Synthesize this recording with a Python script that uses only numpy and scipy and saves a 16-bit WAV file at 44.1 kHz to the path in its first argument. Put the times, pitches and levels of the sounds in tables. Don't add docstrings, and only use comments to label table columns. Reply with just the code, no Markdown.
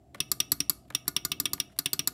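import sys
import numpy as np
from scipy import signal
from scipy.fft import rfft, irfft
from scipy.io import wavfile

SR = 44100
rng = np.random.default_rng(int(sys.argv[2]) if len(sys.argv) > 2 else 0)


def log_audio(samples):
    frames = np.atleast_2d(samples).T
    limited = np.clip(frames, -1, 1)
    pcm = np.round(limited * 32767).astype(np.int16)
    wavfile.write(sys.argv[1], SR, pcm)


def level_to_linear(level):
    exponent = np.asarray(level, float) / 20
    return 10 ** exponent


N = 94021
LEAD_S = 0.0013


def rms_one(x):
    return x / np.sqrt(np.mean(x ** 2) + 1e-20)


def at_hz(points, hz):
    points = np.array(points)
    return np.interp(np.log(hz), np.log(points[:, 0]), points[:, 1])


def filtered(x, order, hz, kind):
    return signal.sosfilt(signal.butter(order, hz, kind, fs=SR, output="sos"), x)


def ring(x, hz, t60):
    r = level_to_linear(-60 / (t60 * SR))
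    w = 2 * np.pi * hz / SR
    return signal.lfilter([0, np.sin(w)], [1, -2 * r * np.cos(w), r * r], x + 1e-18)


def narrow(hz, width_hz, db):
    t60 = np.log(1000) / np.pi / width_hz
    once = ring(rng.standard_normal(N), hz, t60)
    return level_to_linear(db) * rms_one(ring(once, hz, t60))


def bands(low_hz, size):
    edges = np.geomspace(low_hz, 17500, 24)
    white = rng.standard_normal((2, size))
    for k, (low, high) in enumerate(zip(edges, edges[1:])):
        yield np.sqrt(low * high), filtered(white[k % 2], 2, [low, high], "band")


def dying_noise(t60s, spectrum, low_hz, size):
    t = np.arange(size) / SR
    out = np.zeros(size)
    for hz, band in bands(low_hz, size):
        out += level_to_linear(at_hz(spectrum, hz) - 60 * t / at_hz(t60s, hz)) * band
    return out / np.sqrt(np.sum(out ** 2))


# (frequency [Hz], level [dB per Hz])
FLOOR = [(30, -4.5), (60, 11), (400, 3), (480, -28), (760, -50), (850, -18.5), (2000, -24.5),
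         (16500, -32.5)]


def hush():
    hz = np.arange(N // 2 + 1) * SR / N + 1
    return level_to_linear(-61.5) * rms_one(irfft(rfft(rng.standard_normal(N)) * level_to_linear(at_hz(FLOOR, hz)), N))


# (time [s], level [dB])
HANDLING = [
    (0.0, -83),
    (0.16, -61.5),
    (0.4, -61.5),
    (0.94, -66),
    (1.46, -55),
    (1.61, -59.5),
    (1.84, -80),
    (1.99, -59.5),
    (2.13, -58.5),
]


def handling():
    creak = rms_one(filtered(rng.standard_normal(N), 4, [50, 350], "band"))
    s, db = np.transpose(HANDLING)
    return level_to_linear(np.interp(np.arange(N) / SR, s, db) + 4.5) * creak


def electrics():
    hum = narrow(60.2, width_hz=3.2, db=-64.5) + narrow(125, width_hz=3.2, db=-64.5)
    return hum + narrow(7500, width_hz=300, db=-89) + narrow(690, width_hz=150, db=-67)


# (frequency [Hz], t60 [s])
ROOM_T60 = [(300, 0.45), (3000, 0.3), (8000, 0.34), (16000, 0.14)]


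def room(x):
    colour = [(100, 6.7), (2800, 5.0), (6000, -2.5), (8000, -2.5), (17000, 0.5)]  # (Hz, dB per Hz)
    tail = dying_noise(ROOM_T60, colour, low_hz=544, size=20000)
    tail = tail * (1 - np.exp(-np.arange(len(tail)) / SR / 0.0035))
    return level_to_linear(-43.5) * 10 * signal.fftconvolve(x, tail)[:N]


# (time [s], length [s], level [dB], brightness [dB per octave])
RUBS = [(0.182, 0.022, -61.5, 1), (0.497, 0.003, -66, 7), (0.509, 0.0025, -66, 7), (0.687, 0.003, -66, 7),
        (0.292, 0.024, -70, 7), (0.378, 0.021, -63.5, -21), (0.855, 0.0088, -70.5, 1),
        (0.884, 0.011, -69, 4.5), (0.939, 0.0083, -63, 3), (1.075, 0.01, -59.5, 4),
        (1.703, 0.011, -63, -0.5), (1.726, 0.018, -63.5, 3), (1.767, 0.0083, -60.5, 2),
        (1.78, 0.0062, -63, 4)]
# (frequency [Hz], level [dB per Hz])
TOUCH_CRACK = [(240, -2.5), (400, 3), (1780, 1), (4000, -7.5), (6290, -17.5), (11500, -16), (14800, -42.5),
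               (16500, -30)]


def rubs():
    out = np.zeros(N)
    for s, length, db, bright_db in RUBS:
        size = int(2 * length * SR)
        colour = [(f, d + bright_db * np.log2(f / 4000)) for f, d in TOUCH_CRACK]
        hiss = rms_one(sum(level_to_linear(at_hz(colour, hz)) * band for hz, band in bands(370, size)))
        start = int((s - length) * SR)
        out[start:start + size] += level_to_linear(db) * hiss * np.hanning(size)
    return out


PHASE_SPREAD = 1.8


def struck(hzs, dbs, t60s, rise_s, size, habit):
    t = np.arange(size) / SR
    hz, db, t60 = (np.array(v)[:, None] for v in (hzs, dbs, t60s))
    free = np.where(hz < 1500, 0.6, np.where(hz < 6500, 0.3, 1.3))
    phase_luck, detune_luck, twin_phase, level_luck = rng.standard_normal((4, len(hz), 1))
    phase = PHASE_SPREAD * (habit[:len(hz)] + free * phase_luck)
    wave = np.cos(2 * np.pi * hz * (t - LEAD_S) + phase)
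    twin_hz = hz * (1 + 0.02 * detune_luck)
    wave = wave + free * level_to_linear(-6.5) * np.cos(2 * np.pi * (twin_hz * t + twin_phase))
    level = level_to_linear(db + 1.2 * (1 + free) * level_luck - 60 * t / t60)
    return (1 - np.exp(-t / rise_s)) ** 2 * np.sum(level * wave, axis=0)


# (frequency [Hz], t60 [s])
CRACK_T60 = [(700, 0.082), (3000, 0.047), (8000, 0.047), (16000, 0.0063)]


def contact_crack(spectrum, haste, rise_s, size):
    t60s = [(f, t60 / haste) for f, t60 in CRACK_T60]
    burst = dying_noise(t60s, spectrum, 360.3, size // 2)
    burst = np.pad(burst, (0, size))[:size]
    return burst * (1 - np.exp(-np.arange(size) / SR / rise_s)) ** 2


PANEL_HZ = [95, 150, 286, 382, 690, 1060, 1192, 1440, 1750, 2120, 2330]
HOUSING_HZ = [2630, 2905, 3243, 3499, 3736, 4107, 4380, 4600, 4850, 5090, 5690, 6115, 7030, 7450]
SPRING_HZ = [7821, 8200, 8950, 9210, 10230, 10900, 11300, 11640, 12330, 12960, 13545, 14130, 14670, 15060]
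CAP_HZ = [4635, 5350, 5525, 6350, 6780, 7084, 8800, 9410, 9802, 11200, 11640, 12020, 15400, 15700]
WALL_HZ = [1270, 2115, 2255, 2660, 2917, 3283, 5600, 5673, 6029, 8950, 9250, 10790, 12360, 12979]
# (level going in [dB], level coming out [dB], t60 [s])
PANEL = [(-9.5, -7.5, 0.069), (-1.5, -3.5, 0.083), (-1.5, -3, 0.096), (-6.5, -8, 0.077),
         (-15.5, -12.5, 0.044), (1, 2, 0.018), (0, 2.5, 0.046), (-13.5, -9.5, 0.099), (-6, -2.5, 0.028),
         (-29, -5.5, 0.042), (-0.5, -21, 0.016)]
HOUSING = [(-10.5, -29.5, 0.05), (-1.5, -48, 0.023), (-15, -37.5, 0.075), (5.5, -12, 0.018),
           (-5, -15, 0.031), (-7, -5.5, 0.017), (-12, 0.5, 0.022), (-30, -25, 0.013), (-36, -8, 0.035),
           (-3.5, -9.5, 0.023), (7.5, -11.5, 0.024), (-22, -36.5, 0.042), (-36, -10, 0.037),
           (-4.5, -5.5, 0.013)]
SPRING = [(-25.5, -15.5, 0.058), (0, -2.5, 0.016), (-19, 3.5, 0.0059), (-5, -24.5, 0.035),
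          (10.5, -10, 0.0076), (-6, -29, 0.022), (-29, -9, 0.012), (-24, 6.5, 0.0088), (-16, -3, 0.018),
          (-3.5, -8, 0.013), (-5, -2.5, 0.023), (-13, -9, 0.019), (-4.5, -22.5, .018), (-15.5, -9, 0.013)]
CAP = [(-21, -23, 0.0081), (-17.5, -13.5, 0.011), (7.5, -6, 0.015), (-30.5, -13.5, 0.016),
       (-24.5, -8, 0.013), (-11.5, -23.5, .02), (-14.5, -33.5, .02), (3.5, -9, 0.017), (-12.5, -25, 0.0067),
       (-18, 15, 0.0044), (2, -33.5, 0.0088), (-4.5, -18, 0.02), (-6, -11, 0.02), (-12, -17, .015)]
WALL = [(-43.5, -45, 0.45), (-62.5, -49, 0.12), (-34.5, -44, 0.19), (-31.5, -47, 0.23), (-43.5, -63, 0.57),
        (-52, -46.5, .15), (-35.5, -38, 0.13), (-29.5, -45, 0.27), (-39, -28, 0.078), (-42.5, -41.5, 0.074),
        (-46, -40.5, 0.23), (-35.5, -45, .15), (-37, -30.5, .15), (-45.5, -36.5, .12)]
# (frequency [Hz], frequency [Hz], phase apart [half turns])
PAIRS = [(5690, 5525, .6), (4380, 4850, 0)]


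def snaps(events, pings, crack, linger, order, ring_db=0, crack_db=0, spike_db=0, haste=1):
    rise_s, bright_from_hz = (0.0008, 0.0007)[order], (4600, 7500)[order]
    size, long = SR // 8, SR // 4
    out = np.zeros(N + SR)
    t = np.arange(long) / SR
    hz = np.concatenate([HOUSING_HZ, SPRING_HZ, CAP_HZ])
    rows = np.concatenate([HOUSING, SPRING, CAP])
    panel_hz, panel_rows = np.array(PANEL_HZ), np.array(PANEL)
    wall_hz, wall_rows = np.array(WALL_HZ), np.array(WALL)
    habit = rng.standard_normal((len(hz), 1))
    for one_hz, other_hz, apart in PAIRS:
        habit[hz == other_hz] = habit[hz == one_hz] + apart * np.pi / PHASE_SPREAD
    click = (np.arange(size) == int(LEAD_S * SR)).astype(float)
    spike = filtered(click, 2, 3500, "high")

    for (s, db, thump_db, bright_db, knock_db), ping_db in zip(events, pings):
        def lift(f):
            shelf = bright_db / (1 + (bright_from_hz / f) ** 6)
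            return shelf + ping_db * np.exp(-((f - 5600) / 500) ** 2)

        parts = struck(hz, rows[:, order] + lift(hz), rows[:, 2], rise_s, size, habit)
        walls = struck(wall_hz, wall_rows[:, order] + lift(wall_hz), wall_rows[:, 2], 0.001, long, habit)
        push_db = np.where(panel_hz < 500, thump_db, knock_db)
        panel = struck(panel_hz, panel_rows[:, order] + push_db, panel_rows[:, 2], 0.00059, size, habit)

        burst = contact_crack([(f, d + lift(f)) for f, d in crack], haste, rise_s, size)
        burst = 10 * level_to_linear(-14 + crack_db + bright_db / 2) * burst
        burst = burst + level_to_linear(-5 + spike_db + bright_db) * spike
        wash = dying_noise(ROOM_T60, [(f, d + lift(f)) for f, d in linger], 543, long)
        wash = 20 * level_to_linear(-41 + bright_db / 2) * wash * (1 - np.exp(-t / 0.006))

        ring_gain = level_to_linear(-11 + ring_db)
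        start = int((s - LEAD_S) * SR)
        out[start:start + size] += level_to_linear(db) * (ring_gain * parts + level_to_linear(-25.5) * panel + burst)
        out[start:start + long] += level_to_linear(db) * (wash + ring_gain * walls)
    return out[:N]


# (time [s], peak level [dB], panel thump [dB], brightness [dB], panel knock [dB])
TOUCHES = [
    (.1438, -56, -9, 8, -9),
    (.1468, -31, 7.5, 4, 3),
    (.1487, -29, 6, -9, 8),
    (.1568, -44, -5, 6, 0),
    (.9033, -33, 12, 7, 6),
    (.9048, -31, 5, -9, 8),
    (.924, -43, -4, 1, 3),
    (1.056, -50, -5, 3, 0),
    (1.579, -34, -10, -4, -4),
]


def touches():
    return snaps(TOUCHES, np.zeros(len(TOUCHES)), TOUCH_CRACK, TOUCH_CRACK, order=1,
                 ring_db=-20, crack_db=5, spike_db=1, haste=2.2)


# (time [s], peak level [dB], panel thump [dB], brightness [dB], panel knock [dB])
RELEASES = [
    (0.3168, -7.5, -3, 2.5, -3),
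    (0.5195, -6, -1, 2, -6),
    (0.6972, -5.5, -4.5, -0.5, -7),
    (1.0804, -10, -0.5, 1.5, 4),
    (1.2506, -10.5, 1.5, 1.5, 2),
    (1.4009, -10, -0.5, 1.5, -0.5),
    (1.5339, -10.5, 2, 2, -0.5),
    (1.7895, -8.5, -1.5, -1, -1.5),
    (1.9326, -6.5, -1.5, -2.5, -7.5),
    (2.0748, -7, -4.5, -0.5, 0),
]
RELEASE_PING = [3.8, 0.5, -4.5, 5.3, 4.5, 3.5, 5, 1.5, -6, -1]
# (frequency [Hz], level [dB per Hz])
RELEASE_CRACK = [(410, -41.5), (700, -20.5), (1300, -9.5), (3000, -14.5), (4400, -2.5), (7770, -16),
                 (11400, 6.5), (14600, -17.5), (16500, -26)]
RELEASE_WASH = [(530, -41), (900, -0.5), (2270, -9), (2470, -15.5), (4380, 2.5), (10000, -2.5),
                (11700, 11.5), (15500, -3.5), (16500, -30.5)]


def releases():
    return snaps(RELEASES, RELEASE_PING, RELEASE_CRACK, RELEASE_WASH, order=1)


# (time [s], peak level [dB], panel thump [dB], brightness [dB], panel knock [dB])
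PRESSES = [
    (0.2038, -10, -2, -4, -5),
    (0.403, -9.5, -2, -3.5, -5.5),
    (0.6042, -11, 1, -4.5, -5),
    (0.9498, -9.5, -0.5, -4.5, -4.5),
    (1.1652, -8.5, -2.5, -6, -3),
    (1.3181, -9.5, -2, -5, -1),
    (1.4561, -9, -1, -6, -1.5),
    (1.6011, -11.5, 0, -2, -4.5),
    (1.8592, -9, -1.5, -5, -7),
    (1.9935, -10.5, -1.5, -3, -3),
]
PRESS_PING = [3, 2.8, 5.5, 2.2, 1, -2, -1.4, 1.2, -0.3, 0.1]
# (frequency [Hz], level [dB per Hz])
PRESS_CRACK = [(410, -38), (700, -30.5), (2770, 1.5), (5020, -2), (5650, 2), (6630, -25), (9100, -16),
               (15000, -3), (16500, -22)]
PRESS_WASH = [(530, -45.5), (900, -4), (1940, -24.5), (2760, 0), (4600, -26), (5650, -6.5), (7390, -24.5),
              (15200, 2.5), (16500, -39)]


def presses():
    return snaps(PRESSES, PRESS_PING, PRESS_CRACK, PRESS_WASH, order=0)


def scene():
    button = presses() + releases() + touches() + rubs()
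    tail = room(button)
    background = hush() + handling() + electrics()
    return (button + tail + background)[None]


def band_limit(x):
    return signal.sosfilt(signal.butter(12, 17010, fs=SR, output="sos"), x)


def record(dry):
    mix = filtered(dry, 3, 51, "high")
    mix = filtered(mix, 16, 15630, "low")
    return band_limit(mix)


dry = scene()
out = record(dry)
log_audio(out)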